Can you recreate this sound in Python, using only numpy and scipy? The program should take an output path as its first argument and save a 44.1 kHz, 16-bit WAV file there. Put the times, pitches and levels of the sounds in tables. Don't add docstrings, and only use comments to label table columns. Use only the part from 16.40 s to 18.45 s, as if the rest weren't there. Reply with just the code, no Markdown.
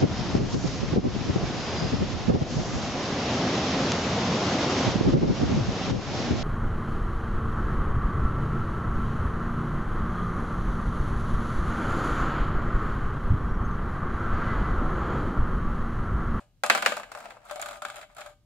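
import sys
import numpy as np
from scipy import signal
from scipy.fft import rfft, irfft
from scipy.io import wavfile

SR = 44100
rng = np.random.default_rng(int(sys.argv[2]) if len(sys.argv) > 2 else 0)


def master(y):
    cut = np.clip(np.atleast_2d(y).T, -1, 1)
    pcm = np.round(cut * 32767)
    wavfile.write(sys.argv[1], SR, pcm.astype(np.int16))


N = 90404

# start in seconds, level in dB, then hollow body, hard clang, bright tick in dB.
HITS = [(-.04, -41.5, 6, -0.5, 5.5), (.2353, -22.5, 4.5, -1, 2), (.2615, -33.5, -11, 0, 7.5),
        (.2985, -15, -4.5, 6.5, 0.5), (.3495, -20, -1.5, -4, -1), (.3752, -24.5, -13, -3, -2.5),
        (.4228, -25, 0, 0.5, -0.5), (0.4498, -40, 0, 9, 7), (.4607, -16.5, -4, 4, 0.5),
        (.5205, -28, 1, -0.5, -5), (.567, -30.5, -1, -5, -0.5), (.578, -39.5, -27, -3, 2),
        (.598, -35, -6, -9, -7), (.632, -42.5, 4.5, 6, -5), (.7168, -39.5, 0.5, -3.5, 4),
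        (.7497, -38.5, 5.5, -3.5, -1.5), (.7735, -40.5, -4, -8, -2), (0.786, -48.5, -11, -10, 7),
        (.803, -48, -2, -1, 5), (.844, -51, -13, -7, 5), (.8555, -41.5, 5, -1.5, -3.5),
        (0.9051, -48, -5, 7, 2.5), (.9686, -49, 2.5, -11, -13), (1.052, -45, 1, -27, -3),
        (1.0966, -38.5, -7, -0.5, -8), (1.1103, -36.5, 8.5, -1.5, 3.5), (1.121, -36, 2, -21, -15),
        (1.158, -45.5, 20.5, 6.5, 8.5), (1.169, -43, 14, -19, -17), (1.1959, -40.5, 14.5, 3.5, 2),
        (1.2158, -42.5, 5, 1, 10), (1.2237, -30.5, -1, -2.5, -2), (1.259, -34, 1.5, -3.5, -0.5),
        (1.2862, -38.5, 4, 0, 1.5), (1.3096, -38.5, 3.5, -4, 0), (1.3297, -39, -2, -9, -3.5),
        (1.357, -41, -12, -6, -7), (1.367, -50, 8.5, -17, 3), (1.4201, -29.5, -5, -8.5, -5),
        (1.4502, -28, -5.5, -2.5, -5.5), (1.4843, -40, -5, -3, -3), (1.5, -36, -7, -2, -3),
        (1.5586, -48, 8, 6.5, 5.5), (1.567, -45, -7, 4.5, -3), (1.582, -44, 4, -3, -1),
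        (1.6129, -44.5, -17, 1.5, 0.5), (1.629, -58.5, -16, 21, -6), (1.6992, -57, 5, 0, -16),
        (1.7486, -61.5, 15, 2, 5), (1.7663, -42.5, 1.5, -5.5, 0), (1.783, -43, -6.5, -1, -7),
        (1.797, -40, -7, -11, -10), (1.807, -48, 13, 6, 8.5), (1.814, -44, 2.5, 6.5, -2.5),
        (1.861, -41, 4, -5, -1)]
RING_SAMPLES, CLACK_SAMPLES = 32768, 8192
SHIMMER_T60_S = 0.2
AT_RIM_S = 1.04


def bounces(answers, at_rim):
    out = np.zeros((2, N + 2 * RING_SAMPLES))
    for (start_s, level_db, *_), answer in zip(HITS, answers):
        if (start_s > AT_RIM_S) == at_rim:
            start = RING_SAMPLES + int(start_s * SR)
            out[:, start:start + RING_SAMPLES] += from_db(level_db) * answer
    return out[:, RING_SAMPLES:RING_SAMPLES + N]


def contact(hit):
    _, level_db, body_db, clang_db, tick_db = hit
    quiet_to_loud_db = [-50.5, -13.5]
    thud_db = np.interp(level_db, quiet_to_loud_db, [-3.5, 3.5])
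    ring_share = np.interp(level_db, quiet_to_loud_db, [0.82, 1])
    return body_db, clang_db, tick_db, thud_db, ring_share


def tray(contacts, swell_s=0.00029):
    t = np.arange(RING_SAMPLES) / SR
    tail_fade = np.array([from_db(-60 * t / SHIMMER_T60_S * (1 / ring_share - 1))
                          for *_, ring_share in contacts])
    answers = (shimmer(contacts) + tray_tones(contacts)) * tail_fade[:, None]
    answers[..., :CLACK_SAMPLES] += clack(contacts)
    return answers * (1 - np.exp(-t / swell_s))


def clack(contacts):
    # frequency in Hz, relative density in dB.
    spectrum = [(90, -42.5), (200, -21.5), (380, -27.5), (500, -7), (620, 3), (800, 4), (1000, -2),
                (1250, 5), (1650, 0.5), (2100, -3.5), (2600, -4.5), (2820, -13.5), (3800, -11.5),
                (5000, -13.5), (5900, -15.5), (7200, -13.5), (9000, -14), (11000, -21), (14500, -22.5),
                (16500, -13)]
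    # frequency in Hz, T60 in seconds.
    decay = [(200, 0.33), (700, 0.043), (2000, 0.059), (5000, 0.043), (12000, 0.017)]
    hz = np.fft.rfftfreq(CLACK_SAMPLES, 1 / SR)
    edges_hz = np.geomspace(80, 17000, 25)
    centres_hz = np.sqrt(edges_hz[1:] * edges_hz[:-1])
    gains = from_db(at_hz(spectrum, centres_hz)) * np.sqrt(np.diff(edges_hz))
    gains /= np.linalg.norm(gains)
    waves = at_ports(hz, len(contacts)) * from_db(at_hz(spectrum, hz))
    out = 0
    for low, high, centre, gain in zip(edges_hz, edges_hz[1:], centres_hz, gains):
        envelope = fade(at_hz(decay, centre), CLACK_SAMPLES)
        noise = irfft(waves * ((hz >= low) & (hz < high)))
        band = rms_one(noise * envelope) * np.sqrt(np.mean(envelope ** 2))
        out = out + gain * colour(contacts, [centre]) * band
    return 2 * out


def tray_tones(contacts, spread_db=5):
    # frequency in Hz, level in dB, T60 in seconds at full ring time.
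    modes = [(221.6, -37, 0.46), (495.5, -23.5, 0.35), (589.6, -17, 0.4), (605.3, -13.5, 0.13),
             (679.6, -14.5, 0.27), (777, -18.5, 0.3), (868, -25.5, 0.41), (972, -37, .42),
             (1144, -24.5, .33), (1223, -20, 0.5), (1437, -23.5, 0.43), (1553, -16.5, 0.33),
             (1680, -22.5, 0.37), (2244, -22, 0.39), (2580, -28, 0.54), (2596, -16, 0.11),
             (2703, -30, 0.53), (2900, -33.5, 1), (3170, -31, 0.55)]
    hz, level_db, t60_s = np.transpose(modes)
    strengths = from_db(level_db + spread_db * rng.uniform(-1, 1, (len(contacts), 1, len(hz))))
    excitation = at_ports(hz, len(contacts)) * colour(contacts, hz) * strengths
    return np.real(excitation @ ringing(hz, t60_s, RING_SAMPLES))


def shimmer(contacts, count=480, level_db=-11.5, split_hz=1900, treble_t60_s=0.34):
    # frequency in Hz, relative density in dB.
    spectrum = [(120, -43), (210, -15.5), (380, -5.5), (520, -14.5), (750, -22), (1020, 11.5),
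                (1300, -14.5), (1700, -8), (2100, -3), (2550, -4.5), (2900, -5), (3800, -5.5),
                (5000, -10.5), (5900, -17), (7200, -7), (9000, -14.5), (11000, -21.5), (14500, -25),
                (16500, -52)]
    steps = (np.arange(count) + rng.random(count)) / count
    hz = 120 + 3000 * steps + 13500 * steps ** 3
    gains = from_db(at_hz(spectrum, hz)) * np.sqrt(np.gradient(hz))
    gains /= np.linalg.norm(gains)
    bins = (hz * RING_SAMPLES / SR).astype(int)
    modes = np.zeros((len(contacts), 2, RING_SAMPLES // 2 + 1), complex)
    modes[..., bins] = at_ports(hz, len(contacts)) * colour(contacts, hz) * gains
    is_low = np.fft.rfftfreq(RING_SAMPLES, 1 / SR) < split_hz
    lows = irfft(modes * is_low) * fade(SHIMMER_T60_S, RING_SAMPLES)
    treble = irfft(modes * ~is_low) * fade(treble_t60_s, RING_SAMPLES)
    return from_db(level_db) * RING_SAMPLES / np.sqrt(2) * (lows + treble)


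def colour(contacts, hz):
    gains_db = [at_hz([(438, thud_db), (600, body_db), (1250, 0), (1940, clang_db), (9000, tick_db)], hz)
                for body_db, clang_db, tick_db, thud_db, _ in contacts]
    return from_db(gains_db)[:, None]


def rolling(answers, contacts_per_s=450, gain_db=-3):
    # time in seconds, relative level in dB.
    strength = [(0, -50), (0.042, -69.5), (.1, -83.5), (.2, -97), (.3, -60), (.55, -48), (.62, -46.5),
                (.66, -59), (.72, -47.5), (.78, -44), (.88, -44), (.95, -53), (1.029, -56.5), (1.068, -44),
                (1.16, -43.5), (1.3, -39), (1.38, -44), (1.405, -56), (1.47, -49.5), (1.54, -42.5),
                (1.6, -42.5), (1.641, -42), (1.66, -67), (1.71, -53.5), (1.745, -59.5), (1.779, -38.5),
                (1.84, -46), (1.88, -44.5), (1.925, -55.5), (1.96, -75.5), (2.05, -84.5)]
    touches = rng.random(N) < contacts_per_s / SR
    sizes = touches * from_db(-6 * np.minimum(rng.exponential(1, N), 3))
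    sizes /= np.sqrt(np.mean(sizes ** 2) * np.mean(np.sum(answers ** 2, axis=-1)))
    impulses = sizes * from_db(gain_db + np.interp(np.arange(N) / SR, *np.transpose(strength)))
    spot = rng.integers(0, len(answers), N)
    return sum(signal.fftconvolve((impulses * (spot == k))[None], answer)[:, :N]
               for k, answer in enumerate(answers))


def rim(x, size=131072):
    # frequency in Hz, gain in dB.
    response = [(250, -5.5), (460, -8), (520, -16), (590, 1.5), (680, -5), (800, -1.5), (950, -6.5),
                (1200, -1), (1450, -0.5), (1900, -4), (2250, -1.5), (2600, -4), (3300, 3.5), (4500, -0.5),
                (6000, -2), (7000, 3.5), (8000, 0.5), (10000, 2), (11500, 4), (15000, 0)]
    gain = from_db(at_hz(response, np.fft.rfftfreq(size, 1 / SR)))
    cepstrum = irfft(np.log(gain))
    cepstrum[1:size // 2] *= 2
    cepstrum[size // 2:] = 0
    return irfft(rfft(x, size) * np.exp(rfft(cepstrum)))[:, :N]


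def ball_clicks():
    # start in seconds, level in dB.
    clicks = [(.2618, -36), (1.2155, -28), (1.5586, -44), (1.566, -44), (1.7486, -55)]
    # frequency in Hz, relative level in dB, T60 in seconds.
    modes = [(7000, -5.5, 0.017), (6650, -7, .025), (7340, -7.5, .012), (9420, 2, .012), (8830, -4.5, .01),
             (11600, -7, .012), (13900, -12.5, .012)]
    hz, mode_db, t60_s = np.transpose(modes)
    rings = ringing(hz, t60_s, CLACK_SAMPLES)
    out = np.zeros((2, N + CLACK_SAMPLES))
    for (start_s, level_db), ports in zip(clicks, at_ports(hz, len(clicks))):
        start = int(start_s * SR)
        out[:, start:start + CLACK_SAMPLES] += np.real(ports * from_db(mode_db + level_db) @ rings)
    return out[:, :N]


def room(level_db=-64):
    # frequency in Hz, relative density in dB.
    spectrum = [(15, -17.5), (28, -7.5), (40, 5), (55, -7.5), (80, -10.5), (115, -4), (170, -13.5),
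                (300, -21), (600, -31), (1500, -37.5), (4000, -35.5), (15000, -46.5)]
    hz = np.fft.rfftfreq(N, 1 / SR)
    noise = irfft(at_ports(hz, 1)[0] * from_db(at_hz(spectrum, hz)), N)
    return from_db(level_db) * rms_one(noise)


def at_ports(hz, count, right_lag_s=0.00006):
    # frequency in Hz, left-right correlation.
    likeness = [(100, 0.88), (300, .88), (640, .84), (1400, 0.58), (2400, 0.32), (4000, .25), (15000, .05)]
    # frequency in Hz, left minus right in dB.
    balance = [(100, 0), (300, -0.5), (700, 6.5), (1290, 0.5), (2380, 3), (4400, -2), (8100, -2),
               (14000, -6.5)]
    left_rad = rng.uniform(0, 2 * np.pi, (count, len(hz)))
    spread_rad = np.sqrt(-2 * np.log(at_hz(likeness, hz)))
    stray_rad = spread_rad * rng.standard_normal((count, len(hz)))
    right_rad = left_rad + stray_rad - 2 * np.pi * hz * right_lag_s
    lean = from_db(at_hz(balance, hz) / 2)
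    return np.stack([np.exp(1j * left_rad) * lean, np.exp(1j * right_rad) / lean], axis=1)


def ringing(hz, t60_s, size):
    t = np.arange(size) / SR
    return np.array([np.exp(2j * np.pi * f * t) * fade(decay_s, size) for f, decay_s in zip(hz, t60_s)])


def fade(t60_s, size):
    return np.exp(-np.log(1000) * np.arange(size) / SR / t60_s)


def at_hz(points, hz):
    points_hz, values = np.transpose(points)
    return np.interp(np.log(np.maximum(hz, 1)), np.log(points_hz), values)


def from_db(db):
    return 10 ** (np.asarray(db) / 20)


def rms_one(x):
    return x / np.sqrt(np.mean(x ** 2, axis=(-2, -1), keepdims=True) + 1e-30)


def scene(roll_spots=8, lowest_hz=168):
    roll_contact = (7.3, -1, -0.5, 10.5, 0.67)  # body, clang, tick, thud in dB; share of ring time
    answers = tray([roll_contact] * roll_spots + [contact(hit) for hit in HITS])
    roll_answers, hit_answers = answers[:roll_spots], answers[roll_spots:]
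    roll = rolling(roll_answers)
    rim_share = np.clip((np.arange(N) / SR - AT_RIM_S) / .01, 0, 1)
    on_floor = bounces(hit_answers, at_rim=False) + roll * (1 - rim_share)
    on_rim = rim(bounces(hit_answers, at_rim=True) + roll * rim_share)
    low_cut = signal.butter(4, lowest_hz, "high", fs=SR, output="sos")
    return signal.sosfilt(low_cut, on_floor + on_rim) + ball_clicks() + room()


def record(dry, cutoff_hz=15600):
    return signal.sosfilt(signal.ellip(10, .2, 80, cutoff_hz, fs=SR, output="sos"), dry)


dry = scene()
out = record(dry)
master(out)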